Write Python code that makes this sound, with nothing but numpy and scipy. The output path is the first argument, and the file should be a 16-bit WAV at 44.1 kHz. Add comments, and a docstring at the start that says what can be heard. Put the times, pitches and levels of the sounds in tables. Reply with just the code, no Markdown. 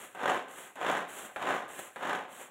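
"""Bursts of crunching and rattling, one every 0.6 s: a pull-cord vegetable chopper in a tiled kitchen.
The drive catches with a clack, the blades spin up and fling onion pieces against the plastic bowl,
then the spring draws the cord back in with a hiss while the blades run down.
The chopper bumps softly on its board, over faint room noise."""
import sys
import numpy as np
from scipy import signal
from scipy.fft import rfft, irfft
from scipy.io import wavfile

SR = 44100
rng = np.random.default_rng(int(sys.argv[2]) if len(sys.argv) > 2 else 0)


def store_pcm(level_fs):
    """Save levels as 16-bit WAV."""
    pcm = np.round(np.clip(level_fs, -1, 1) * 32767).astype(np.int16)
    wavfile.write(sys.argv[1], SR, np.atleast_2d(pcm).T)


N = 110250
T = np.arange(N) / SR

# Each row: pull start in s, pull level in dB, pull length as a share of the usual,
# cord return level in dB, wait until the return in s, rise of the return in s.
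STROKES = [(-.45, -4, 1.03, 1.5, 0.32, .02), (0.149, -1, 0.99, -1, 0.34, .002),
           (0.759, .5, 1.03, 3.5, 0.31, 0.024), (1.359, 0, 0.97, 2, 0.32, .002),
           (1.959, -2.5, 0.99, -2, 0.31, 0.055)]
# Spectra of a knock on plastic and of cord friction. Each row: frequency in Hz, relative level in dB.
KNOCK_SPECTRUM = [(30, -34), (55, -35), (95, -24.5), (125, -14.5), (180, -9.5), (350, -4), (750, 1),
                  (1500, -2.5), (2200, -10.5), (3000, -13), (3750, -17.5), (4300, -32), (4850, -37.5),
                  (7000, -35.5), (15500, -55.5)]
CORD_SPECTRUM = [(60, -23), (150, -5), (400, 3.5), (750, 1), (1250, 2), (1700, 4), (2300, -0.5),
                 (3200, -0.5), (4000, -10), (4950, -22.5), (6000, -10), (7400, 1), (8500, -0.5), (9300, -6),
                 (10900, -2), (13000, -10.5), (14000, -12), (15500, -9.5)]


def chopping():
    """Onion is cut and pelts the wall in bursts as the blades pass, over a swirl of wet mince."""
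    # Force through one pull. Each row: time into the pull in s, level in dB.
    pull_shape = [(0, -19.5), (.035, -16), (.07, -7.5), (.105, -7), (.135, -2), (.205, -6), (.26, -12),
                  (.31, -19.5), (.40, -24), (.52, -25.5), (.58, -36)]
    # Big pieces hit the wall. Each row: time in s, relative level in dB.
    wall_knocks = [(.257, -1.5), (.278, -4.5), (.298, -2.5), (.345, -4), (.366, -8), (.813, -9),
                   (.828, -10), (.864, -2), (.881, -7.5), (.889, -7.5), (.898, 0), (1.425, -6),
                   (1.471, -6.5), (1.490, -6), (1.506, -5), (1.548, -6.5), (2.031, -13.5), (2.051, -7.5),
                   (2.097, -6.5), (2.131, -4.5), (2.150, -9.5)]
    # Each row: frequency in Hz, relative level in dB.
    crunch_spectrum = [(1000, -28), (3500, -4.5), (4500, -12), (4900, -8), (5600, 0.5), (7100, 9.5),
                       (8600, 1.5), (9300, -1), (10200, 1.5), (14000, -10.5), (15500, -6)]
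    blade_hz, blade_depth = 49, 0.32
    force = sum(from_db(db) * gesture(pull_shape, s, stretch) for s, db, stretch, *_ in STROKES)
    passes = 1 + blade_depth * np.sin(2 * np.pi * (blade_hz * T + rng.random()))
    pieces = from_db(-34.5) * force * passes * grains(per_s=700, spread_db=4)
    mince = from_db(-36) * force ** 0.93 * rng.standard_normal(N)
    hits = kitchen(pieces + mince)
    knocks = kitchen(from_db(-4.5) * bursts(wall_knocks, decay_s=0.0031))
    # Faster blades cut more crisply; onion layers snap mostly at full speed.
    cuts = from_db(-17.5) * (hits + from_db(0.5) * knocks) * force ** 0.1
    snaps = kitchen(from_db(-53.5) * force ** 1.7 * grains(per_s=150, spread_db=9))
    return bowl(hits + knocks) + colour(cuts + snaps, crunch_spectrum)


def pawl():
    """The drive's pawl catches with a tick, knocks the bowl and rebounds once."""
    # Each row: time in s, knock level in dB.
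    catches = [(0.149, -23), (0.756, -26), (1.361, -13), (1.960, -17.5)]
    rebound_s, rebound_db, tick_db = 0.005, -2.5, -31
    rebounds = [(s + rebound_s, db + rebound_db) for s, db in catches]
    hits = bursts(catches + rebounds, decay_s=0.0024)
    ticks = bursts([(s, tick_db) for s, _ in catches], decay_s=0.003)
    return bowl(kitchen(hits)) + colour(kitchen(ticks), CORD_SPECTRUM)


def bowl(hits):
    """Each hit gives a short plastic knock and rings the modes with strengths of its own."""
    # Modes of bowl and board. Each row: frequency in Hz, relative level in dB, T60 in s.
    modes = [(264, -17, .22), (413, -10, .1), (555, -8, .1), (608, -4, .11), (735, 0, .13), (840, -2, .06),
             (1042, -2, .07), (1239, -4, .1), (1508, -5, .1), (1553, -2, .11), (1645, -2, .05),
             (1880, -6, .045), (2680, -11, .04)]
    ring_db, scatter_db = -36, 2.5
    rings = np.zeros(N)
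    for hz, db, t60_s in modes:
        strength = from_db(ring_db + db + scatter_db * rng.standard_normal(N))
        rings += ring(hits * strength, hz, t60_s)
    return colour(hits, KNOCK_SPECTRUM) + butterworth(rings, "high", hz=345, order=2)


def cord():
    """The cord rubs through its eyelet as the spring winds it back, rasping where it snags."""
    # Cord speed. Each row: time into the return in s, level in dB.
    return_shape = [(0, -10), (.05, -5.5), (.11, -2), (.19, -6), (.23, -16.5), (.27, -17), (.34, -16.5)]
    # Each row: centre in s, Gaussian width in s, level in dB.
    snags = [(0.038, .008, -48), (0.485, .002, -52), (0.514, 0.0022, -47), (0.587, 0.0069, -45),
             (1.192, 0.007, -46), (1.252, 0.013, -48), (1.691, 0.0033, -55), (1.792, 0.0058, -39),
             (2.419, 0.018, -48.5)]
    speed = sum(from_db(db) * gesture(return_shape, s + wait_s, rise_s=rise_s)
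                for s, _, _, db, wait_s, rise_s in STROKES)
    snagging = sum(from_db(db) * np.exp(-0.5 * ((T - s) / width_s) ** 2) for s, width_s, db in snags)
    rub = from_db(-48) * speed * grains(per_s=5000, spread_db=3)
    rasp = snagging * grains(per_s=1500, spread_db=-1)
    hiss = colour(kitchen(rub + from_db(-4) * rasp), CORD_SPECTRUM)
    return hiss + colour(from_db(-5) * rasp, KNOCK_SPECTRUM)


def board():
    """The chopper rocks on the board with a low bump."""
    # Each row: time in s, level in dB.
    bumps = [(.895, -77), (1.361, -55), (2.15, -62)]
    impulses = np.zeros(N)
    for s, db in bumps:
        impulses[int(s * SR)] += from_db(db)
    return ring(impulses, hz=71, t60_s=0.064)


def kitchen(hits, spots=6):
    """Adds reflections from counter and tiles; each hit takes the echoes of one spot on the bowl."""
    t60_s, wall_delay_s, echo_db = 0.15, 0.00089, -1.5
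    spot = rng.integers(0, spots, N)
    fade = (from_db(-60 * T / t60_s) * (T > wall_delay_s))[:N // 6]
    echoes = np.zeros(N)
    for k in range(spots):
        response = unit_energy(rng.standard_normal(len(fade)) * fade)
        echoes += signal.fftconvolve(hits * (spot == k), response)[:N]
    return hits + from_db(echo_db) * butterworth(echoes, "low", hz=11800, order=1)


def room_air():
    """Faint steady noise of the room."""
    # Each row: frequency in Hz, relative level in dB.
    air_spectrum = [(30, -38), (100, -3), (300, -3.5), (900, -5), (2000, 0), (3400, -13), (4900, -26),
                    (7400, -26), (15500, -23)]
    return from_db(-65) * colour(rng.standard_normal(N), air_spectrum)


def gesture(shape, start_s, stretch=1, rise_s=0.0011):
    """Gain of an (s, dB) shape that fades in at start_s, stretched in time."""
    s, db = np.transpose(shape)
    since_s = T - start_s
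    gate = np.clip(since_s / rise_s, 0, 1) * (since_s < s[-1] * stretch)
    return from_db(np.interp(since_s / stretch, s, db)) * gate


def grains(per_s, spread_db):
    """Random clicks of uneven size; rms 1."""
    sizes = from_db(spread_db * np.minimum(rng.exponential(1, N), 3))
    signs = rng.choice([-1, 1], N)
    occurs = rng.random(N) < per_s / SR
    return unit_energy(sizes * signs * occurs) * np.sqrt(N)


def bursts(rows, decay_s, size=1024):
    """One brief decaying noise burst for each (s, dB)."""
    out = np.zeros(N + size)
    fade = np.exp(-T[:size] / decay_s)
    for s, db in rows:
        start = int(s * SR)
        out[start:start + size] += from_db(db) * unit_energy(fade * rng.standard_normal(size))
    return out[:N]


def ring(hits, hz, t60_s):
    """One mode: a unit click starts a decaying sine of height 1."""
    radius = from_db(-60 / (t60_s * SR))
    angle = 2 * np.pi * hz / SR
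    return signal.lfilter([0, np.sin(angle)], [1, -2 * radius * np.cos(angle), radius ** 2], hits + 1e-18)


def colour(x, spectrum, size=4096):
    """Minimum-phase filter of unit energy with the given (Hz, dB) spectrum."""
    hz, db = np.transpose(spectrum)
    grid_hz = np.maximum(np.fft.rfftfreq(size, 1 / SR), 1)
    gain = from_db(np.interp(np.log(grid_hz), np.log(hz), db))
    cepstrum = irfft(np.log(gain))
    cepstrum[size // 2:] = 0
    response = irfft(np.exp(rfft(2 * cepstrum)))
    return signal.fftconvolve(x, unit_energy(response))[:N]


def butterworth(x, kind, hz, order):
    """Causal high-pass or low-pass."""
    return signal.sosfilt(signal.butter(order, hz, kind, fs=SR, output="sos"), x)


def from_db(db):
    """Decibels to gain."""
    return 10 ** (np.asarray(db) / 20)


def unit_energy(x):
    """Scale to an energy of one."""
    return x / np.sqrt(np.sum(x ** 2) + 1e-20)


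def scene():
    """The chopper on its board in the room; mono."""
    return (room_air() + pawl() + chopping() + cord() + board())[None]


def record(dry):
    """The phone microphone loses the deep bass, has a notch in the treble and a steep top cut."""
    notch_hz, notch_q, cutoff_hz = 4965, 14.6, 15750
    thin = butterworth(dry, "high", hz=59, order=2)
    notched = signal.lfilter(*signal.iirnotch(notch_hz, notch_q, fs=SR), thin)
    top_cut = signal.ellip(12, 0.1, 80, cutoff_hz, fs=SR, output="sos")
    return signal.sosfilt(top_cut, 0.3 * thin + 0.7 * notched)


dry = scene()
out = record(dry)
store_pcm(out)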